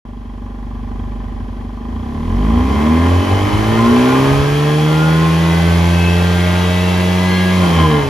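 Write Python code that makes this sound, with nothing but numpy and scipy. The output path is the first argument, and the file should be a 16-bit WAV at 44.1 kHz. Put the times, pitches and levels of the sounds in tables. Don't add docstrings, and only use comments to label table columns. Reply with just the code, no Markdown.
import sys
import numpy as np
from scipy import signal
from scipy.fft import rfft, irfft, next_fast_len
from scipy.io import wavfile

SR = 44100
rng = np.random.default_rng(int(sys.argv[2]) if len(sys.argv) > 2 else 0)


def dump_mix(stems):
    frames = np.atleast_2d(stems).T
    limited = np.clip(frames, -1, 1)
    pcm = np.round(limited * 32767).astype(np.int16)
    wavfile.write(sys.argv[1], SR, pcm)


N = 356769
PADDED = next_fast_len(N)

# (time [s], firing rate [1/s])
SPEED_CURVE = [(0.06, 24.25), (.6, 24.2), (1.1, 24.6), (1.5, 24.4), (1.72, 24.37), (1.94, 27.8),
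               (2.12, 35.3), (2.26, 42.2), (2.5, 55.7), (2.74, 69.9), (3.03, 85.2), (3.53, 102.9),
               (3.83, 115.4), (4.25, 136.0), (4.57, 146.0), (4.79, 151.5), (5.09, 158.6), (5.25, 162.3),
               (5.69, 169.8), (6.27, 175.4), (6.79, 179.8), (7.2, 182.1), (7.41, 182.9), (7.55, 183.4),
               (7.61, 181), (7.71, 169.8), (7.83, 159.6), (7.93, 150.5), (8.09, 135.4)]
# (time [s], hiss [dB], pulses [dB], boom [dB],
#   half orders against the boom [dB], rasp [dB])
GAS_FLOW = [(0.06, -61.5, -25, -12, -20, -61), (1.0, -57, -20.5, -5, -20, -52),
            (1.83, -57, -21, -8.5, -18, -58), (1.93, -55, -17, -3.5, -20, -52),
            (2.23, -50.5, -14.5, -5.5, -18, -48), (2.5, -44, -8, -3, -23, -40.5),
            (2.83, -38.5, -7.5, -5.5, -16, -34), (3.19, -36.5, -12, -5.5, -18, -32.5),
            (3.64, -35, -17.5, -7, 2, -31), (3.99, -32.5, -12.5, -0.5, -38, -29),
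            (4.29, -32, -15.5, 2.5, -23, -30.5), (4.46, -34, -25.5, -1, -53, -33),
            (5.1, -33.5, -25.5, -3, -19, -35), (5.7, -32.5, -33, -3, 4, -34.5),
            (6.68, -32.5, -29, -4.5, 4.5, -42), (7.5, -32.5, -34.5, 0, -4, -32.5),
            (7.62, -31.5, -22.5, 0.5, 1, -31.5), (7.78, -32, -19.5, -5, -1, -27.5),
            (7.95, -34.5, -17.5, -2, -36, -28.5), (8.09, -37.5, -31, -6.5, -2, -31)]
CYLINDER_LATENESS = [0, .24, -.015, .26]
# (multiple of the firing rate, level at 100 firings per s [dB],
#   gain per doubling of speed [dB])
LOW_ORDERS = [(1, -7, 0), (.5, -12.5, -0.9), (1.5, -31.5, -3.5), (2, -20, -2.5), (3, -18, 3), (4, -21, 2.5)]
# (frequency [Hz], level [dB])
BOOM_PASSED = [(24, -49), (48, -5), (76, -8), (87, 0), (100, -5.5), (112, -13.5), (124, -14.5), (138, -8),
               (160, 0), (190, -7), (238, 12.5), (285, -3), (310, 2), (350, -3), (400, -7), (450, -3.5),
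               (500, -15.5), (550, -18.5), (700, -14), (732, -26)]
# (time [s], level change [dB])
BOOM_FLUTTER = [(3.2, 1), (3.26, -10), (3.336, 6.5), (3.4, -3), (3.445, 5), (3.51, -16), (3.55, 7),
                (3.62, 1), (3.7, 9.5), (3.76, 7), (3.82, 10), (3.87, -2)]
WHINE_MULTIPLES = [2.5, 3.5, 4.5, 5, 5.5, 6, 6.5, 7, 8, 9, 9.5, 10, 10.5, 11, 11.5, 12, 12.5, 13, 13.5, 14,
                   14.5, 15, 15.5, 16, 16.5, 17.5, 18, 18.5, 19, 19.5, 21, 21.5, 22, 23]
WHINE_LEVELS = [-22.5, -24.5, -28, -30.5, -31.5, -41, -30, -36, -33.5, -24.5, -54, -33, -48, -25, -41.5,
                -24.5, -29, -33.5, -67, -51, -37, -31.5, -41.5, -38, -41, -36, -48, -39, -42, -38, -33.5,
                -33, -35, -34]
# (centre [Hz], width at half height [Hz], level [dB])
WHINE_RESONANCES = [(437, 103, -2.3), (615, 103, -2.5), (858, 36, 2.5), (910.6, 55, 2), (1027, 18, 7.5),
                    (1057, 50, 6), (1240, 130, 0), (1416, 57, 1), (1550, 320, -7.5), (1650, 31, -3.5),
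                    (1808, 80, -15), (1998, 156, -7), (2120, 33, -7), (2233, 93, -8.5), (2630, 290, -5.5),
                    (2600, 54, 2), (2870, 87, 0), (3306, 260, -1), (3830, 150, -9.5), (4200, 21, -4.5)]
# (centre [Hz], width of one pass [Hz], level for pulses [dB], level for roar [dB])
EXHAUST_MODES = [(85, 11, 32.5, -40), (144, 148, 0, -7), (232.5, 37.3, 20, -4.5), (305.5, 140, -1, -2),
                 (441, 113, 0, -13), (576, 178, -13, -5), (810, 120, -2.5, -3), (1016.6, 71, 7, -4.5),
                 (1152, 147, -4.5, -10), (1510, 810, -32, -16), (1978, 360, -12.5, -25.5),
                 (2280, 170, -45, -62), (3235, 270, -19, -28)]
# (frequency [Hz], level [dB per Hz])
HISS_COLOUR = [(700, -85), (1300, -5), (1480, -3.5), (1600, -4.5), (2500, -3), (2790, -6.5), (3100, -3),
               (3400, -5), (3650, -9), (4200, -9), (6000, -14), (8000, -12.5), (11000, -21), (15700, -23.5)]
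# (middle [s], length [s], peak level [dB])
GUST_SWELLS = [(1.096, 1, -37), (2.31, 0.33, -42), (2.78, 0.23, -36), (3.215, 0.58, -46),
               (3.67, 0.81, -23.5), (4.355, 0.48, -22.5), (8.053, 0.21, -27)]
CHAMBER_TRIPS = [1.63, 3.634, 6.03]
# (centre [Hz], width of one pass [Hz], level [dB])
SHELL_MODES = [(1060, 260, 6), (1410, 29, 9), (1646, 48, 8), (1831, 84, 7), (2082, 62, 11.5),
               (2260, 380, -2.5), (2414, 88, 8), (2593, 27, 10), (3020, 150, 1.5), (3207, 104, 5),
               (3367, 76, 3.5), (3900, 150, -13), (5080, 280, -14)]
# (frequency [Hz], lead of left over right [rad])
PHASE_LEAD = [(0, 0), (600, -0.7), (1030, 0.0), (1460, -1.4), (1980, 0.4), (3700, 0.4), (5080, 0.6),
              (6720, -1.1), (7670, -2.9), (8870, -3.4), (10400, -6.0), (12300, -6.3), (13900, -9.1),
              (15300, -9.5)]
# (frequency [Hz], left minus right [dB])
LEVEL_BALANCE = [(100, -.5), (250, 0), (600, -2.5), (1100, 0), (2000, 1.8), (4500, 1.5), (7000, 0)]

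IDLE_PER_S, SPREAD_DB, SPREAD_MS = 24.37, 1.0, .1
STEP, TOP_STEP = .07, .5
FIRING_AT_S = .0743
STUMBLE_S, STUMBLE_LENGTH_S, STUMBLE_TIMES = 7.74, .24, 3.2
SHUT_S, SHUT_FADE_S = 7.55, .06
SHUT_ROAR_DB, SHUT_THIRD_ORDER_DB = 2.5, 4.0
SHUT_WHINE_DB, SHUT_HIGH_WHINE_DB = -6.0, -11.0
SEVENTH_HOWL_DB, HOWL_LATE_S = 12.0, .22

BOOM_EARLY_MS = 1.0
UPPER_FOLLOWS = 0.067
WHINE_FOLLOWS = 0.53
WHINE_GAIN_DB = 1
PULSE_CUT_HZ, CHAMBER_REFLECT = 600, .42
TICK_LATE_MS, TICK_ECHO_MS = 16.5, 12.0
TICK_DB, TICK_ECHO_DB, TICK_ECHO_CUT_HZ = -1.5, 2.0, 940
TICK_STEP = 0.23
GAS_LATE_MS, ROAR_EXTRA_MS = 11.2, 4
ROAR_DB, ROAR_LOSS_DB = 20, 8.5
SHELL_AWAKE_PER_S = 70
SCATTERED_SHARE = 0.58
BREEZE_DB = -41
START_S, START_FADE_S, CUTOFF_HZ = 0.051, 0.0012, 15730


def from_db(db):
    return 10 ** (np.asarray(db) / 20)


def rms_one(x):
    return x / np.sqrt(np.mean(x ** 2) + 1e-20)


def samples(ms):
    return int(ms * SR / 1000)


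def in_time(rows):
    s, *columns = np.transpose(rows)
    return [np.interp(np.arange(N) / SR, s, column) for column in columns]


def drift(rate):
    knots = rng.standard_normal(int(N / SR * 60) + 2)
    memory = np.exp(-2 * np.pi * rate / 120)
    slow = signal.lfilter([1], [1, -memory], np.repeat(knots, 2))
    return np.interp(np.arange(N) / SR * 120, np.arange(len(slow)), rms_one(slow))


def band(x, low_hz, high_hz):
    return signal.sosfilt(signal.butter(2, [low_hz, high_hz], "band", fs=SR, output="sos"), x)


def pipe(x, modes, levels_db, waver_db=0):
    out = 0
    for k, ((hz, width, *_), db) in enumerate(zip(modes, levels_db)):
        r = np.exp(-np.pi * width / SR)
        b = np.array([1, 0, -1]) * (1 - r * r) / 2
        a = [1, -2 * r * np.cos(2 * np.pi * hz / SR), r * r]
        ringing = signal.sosfilt([[*b, *a]] * 2, x)
        out = out + (-1) ** k * from_db(db + waver_db * drift(1)) * ringing
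    return out


def throttle_shut(late_s=0):
    return np.clip((np.arange(N) / SR - SHUT_S - late_s) / SHUT_FADE_S, 0, 1)


def firings(turns, per_s):
    number = np.arange(np.ceil(turns[0]), turns[-1] - 1)
    at = np.interp(number, turns, np.arange(N))
    late_ms = np.take(CYLINDER_LATENESS, number.astype(int) % 4)
    fast = per_s[at.astype(int)] / IDLE_PER_S
    stumble = 1 + STUMBLE_TIMES * np.exp(-((at / SR - STUMBLE_S) / STUMBLE_LENGTH_S) ** 2)
    chance = rng.standard_normal((len(at), 2)) * stumble[:, None]
    late_ms = late_ms + chance[:, 0] * stumble * SPREAD_MS / fast
    at = np.clip(at + late_ms * SR / 1000, 0, N - 2)
    cylinder = np.cos(np.pi * number) + .3 * np.cos(np.pi * number / 2)
    strength = from_db(SPREAD_DB / fast ** .25 * chance[:, 1])
    strength = strength * (1 + np.minimum(STEP * fast ** 1.1, TOP_STEP) * cylinder)
    clicks = np.zeros(N)
    np.add.at(clicks, at.astype(int), strength * (1 - at % 1))
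    np.add.at(clicks, at.astype(int) + 1, strength * (at % 1))
    return clicks


def boom(turns, per_s, half_db, swing_db):
    out = 0
    hz, passed_db = np.transpose(BOOM_PASSED)
    flutter_db, = in_time(BOOM_FLUTTER)
    for k, db, gain_db in LOW_ORDERS:
        k = np.round(2 * k) / 2
        level_db = db + gain_db * np.log2(per_s / 100)
        level_db = level_db + np.interp(np.log(k * per_s), np.log(hz), passed_db)
        level_db = level_db + half_db * (k % 1 > 0) + UPPER_FOLLOWS * swing_db * (k >= 2)
        level_db = level_db + flutter_db * np.isclose(k, 1)
        level_db = level_db + SHUT_THIRD_ORDER_DB * throttle_shut() * np.isclose(k, 3)
        tone = np.sin(2 * np.pi * k * turns - np.pi / 4 * (k < 1))
        out = out - np.sqrt(2) * from_db(level_db) * tone
    return out


def whine(turns, per_s, swing_db):
    out = 0
    hz, width, peak_db = np.transpose(WHINE_RESONANCES)
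    scale_hz = np.arange(1, 4500)
    doublings = np.log2(per_s / 170)
    peaks = from_db(peak_db) / (1 + (2 * (scale_hz[:, None] - hz) / width) ** 2)
    response = np.max(peaks, axis=1)
    for k, db in zip(WHINE_MULTIPLES, WHINE_LEVELS):
        swell = np.interp(k * per_s, scale_hz, response) * from_db(db + WHINE_GAIN_DB * k * doublings)
        load_db = WHINE_FOLLOWS * swing_db if k <= 8 else SHUT_HIGH_WHINE_DB * throttle_shut()
        load_db = load_db + SHUT_WHINE_DB * throttle_shut()
        load_db = load_db + SEVENTH_HOWL_DB * throttle_shut(HOWL_LATE_S) * (6 < k < 7.5)
        tone = np.sin(2 * np.pi * k * turns + .3 * drift(4))
        out = out + swell * from_db(load_db + 2.6 * drift(2.5)) * tone
    return out


def puffs(clicks, per_s, decay_s, steady):
    r = np.exp(-1 / (decay_s * SR))
    return steady + signal.lfilter([1], [1, -r], clicks) / (1 + per_s * decay_s)


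def roar(gate):
    return rms_one(pipe(gate * rng.standard_normal((2, N)), EXHAUST_MODES, np.array(EXHAUST_MODES)[:, 3]))


def hiss(gate):
    hz, db = np.transpose(HISS_COLOUR)
    grid_hz = np.fft.rfftfreq(PADDED, 1 / SR)
    colour = from_db(np.interp(np.log(grid_hz + 1), np.log(hz), db))
    jet = irfft(rfft(gate * rng.standard_normal((2, N)), PADDED) * colour, PADDED)[:, :N]
    return jet / np.std(band(jet, 3500, 14000))


def gusts():
    shared, own = band(band(rng.standard_normal((2, N)), 40, 121.0), 38.0, 190)
    t = np.arange(N) / SR
    swells = sum(from_db(db) * np.cos(np.pi * np.clip((t - middle) / length, -.5, .5))
                 for middle, length, db in GUST_SWELLS)
    lumps = (from_db(BREEZE_DB) + swells) * from_db(2.5 * drift(27))
    return lumps * rms_one(shared + 0.59 * own * np.array([[1], [-1]]))


def silencer(x, reflect):
    spectrum = rfft(x, PADDED)
    for ms in CHAMBER_TRIPS:
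        a = np.zeros(samples(ms) + 1)
        a[[0, -1]] = 1, -reflect
        spectrum = spectrum * rfft(a[::-1], PADDED) / rfft(a, PADDED)
    return irfft(spectrum, PADDED)[:N]


def pulses(clicks, turns, per_s):
    lowest = 1 + 2 * sum(np.cos(2 * np.pi * k * turns) for k in range(1, 5))
    upper = (clicks - lowest * per_s / SR) / np.sqrt(per_s)
    soft = signal.lfilter(*signal.butter(1, PULSE_CUT_HZ, fs=SR), upper)
    struck = soft + (per_s / 60) ** 1.5 * (upper - soft)
    modes = np.array(EXHAUST_MODES)
    low, high = modes[modes[:, 0] < 500], modes[modes[:, 0] >= 500]
    alternating = 1 - TICK_STEP * IDLE_PER_S / per_s * np.cos(np.pi * turns)
    tick = np.roll(struck * alternating, samples(TICK_LATE_MS))
    dull = signal.butter(2, TICK_ECHO_CUT_HZ, fs=SR)
    echo = signal.lfilter(*dull, np.roll(tick, samples(TICK_ECHO_MS)))
    tick = from_db(TICK_DB) * (tick + from_db(TICK_ECHO_DB) * IDLE_PER_S / per_s * echo)
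    low_ring = pipe(silencer(struck, CHAMBER_REFLECT), low, low[:, 2])
    return rms_one(low_ring + pipe(tick, high, high[:, 2]))


def rasp(clicks, per_s):
    ticks = clicks / np.sqrt(per_s) + 1e-18
    modes = np.array(SHELL_MODES)
    low, high = modes[modes[:, 0] < 2800], modes[modes[:, 0] >= 2800]
    awake = np.minimum(per_s / SHELL_AWAKE_PER_S, 1)
    low_ring = pipe(ticks * awake, low, low[:, 2], waver_db=3.5)
    return rms_one(low_ring + pipe(ticks, high, high[:, 2], waver_db=4.5))


def ports(x):
    hz = np.fft.rfftfreq(PADDED, 1 / SR)
    level = from_db(np.interp(hz, *np.transpose(LEVEL_BALANCE)) / 2)
    half = level * np.exp(.5j * np.interp(hz, *np.transpose(PHASE_LEAD)))
    return irfft(rfft(x, PADDED) * [half, 1 / half], PADDED)[:, :N]


def scene():
    per_s, = in_time(SPEED_CURVE)
    hiss_db, pulses_db, boom_db, half_db, rasp_db = in_time(GAS_FLOW)
    swing_db = pulses_db - pulses_db[N // 2:].mean()
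    turns = np.cumsum(per_s) / SR
    turns -= turns[int(FIRING_AT_S * SR)]
    clicks = firings(turns, per_s)
    late = np.roll(clicks, samples(GAS_LATE_MS))

    early_turns = turns + BOOM_EARLY_MS * per_s / 1000
    exhaust = from_db(boom_db) * boom(early_turns, per_s, half_db, swing_db)
    exhaust = exhaust + from_db(pulses_db) * pulses(clicks, turns, per_s)
    exhaust = exhaust + from_db(rasp_db) * rasp(late, per_s)

    roar_db = hiss_db + ROAR_DB - ROAR_LOSS_DB * per_s / 100 + SHUT_ROAR_DB * throttle_shut()
    roar_gate = puffs(np.roll(late, samples(ROAR_EXTRA_MS)), per_s, .02, steady=.7)
    direct, scattered = from_db(roar_db + 1.0 * drift(7)) * roar(roar_gate)
    jet, far_jet = from_db(hiss_db) * hiss(puffs(late, per_s, .01, steady=8.0))

    side = SCATTERED_SHARE * band(1.3 * scattered + far_jet, 270, 6000) * np.array([[1], [-1]])
    engine = exhaust + direct + jet + whine(turns, per_s, swing_db)
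    return ports(engine) + side + gusts()


def record(dry):
    on = np.clip((np.arange(N) / SR - START_S) / START_FADE_S, 0, 1)
    rounded = on * 1.39 * np.tanh(dry / 1.307)
    return signal.sosfilt(signal.cheby2(24, 70, CUTOFF_HZ, fs=SR, output="sos"), rounded)


dry = scene()
out = record(dry)
dump_mix(out)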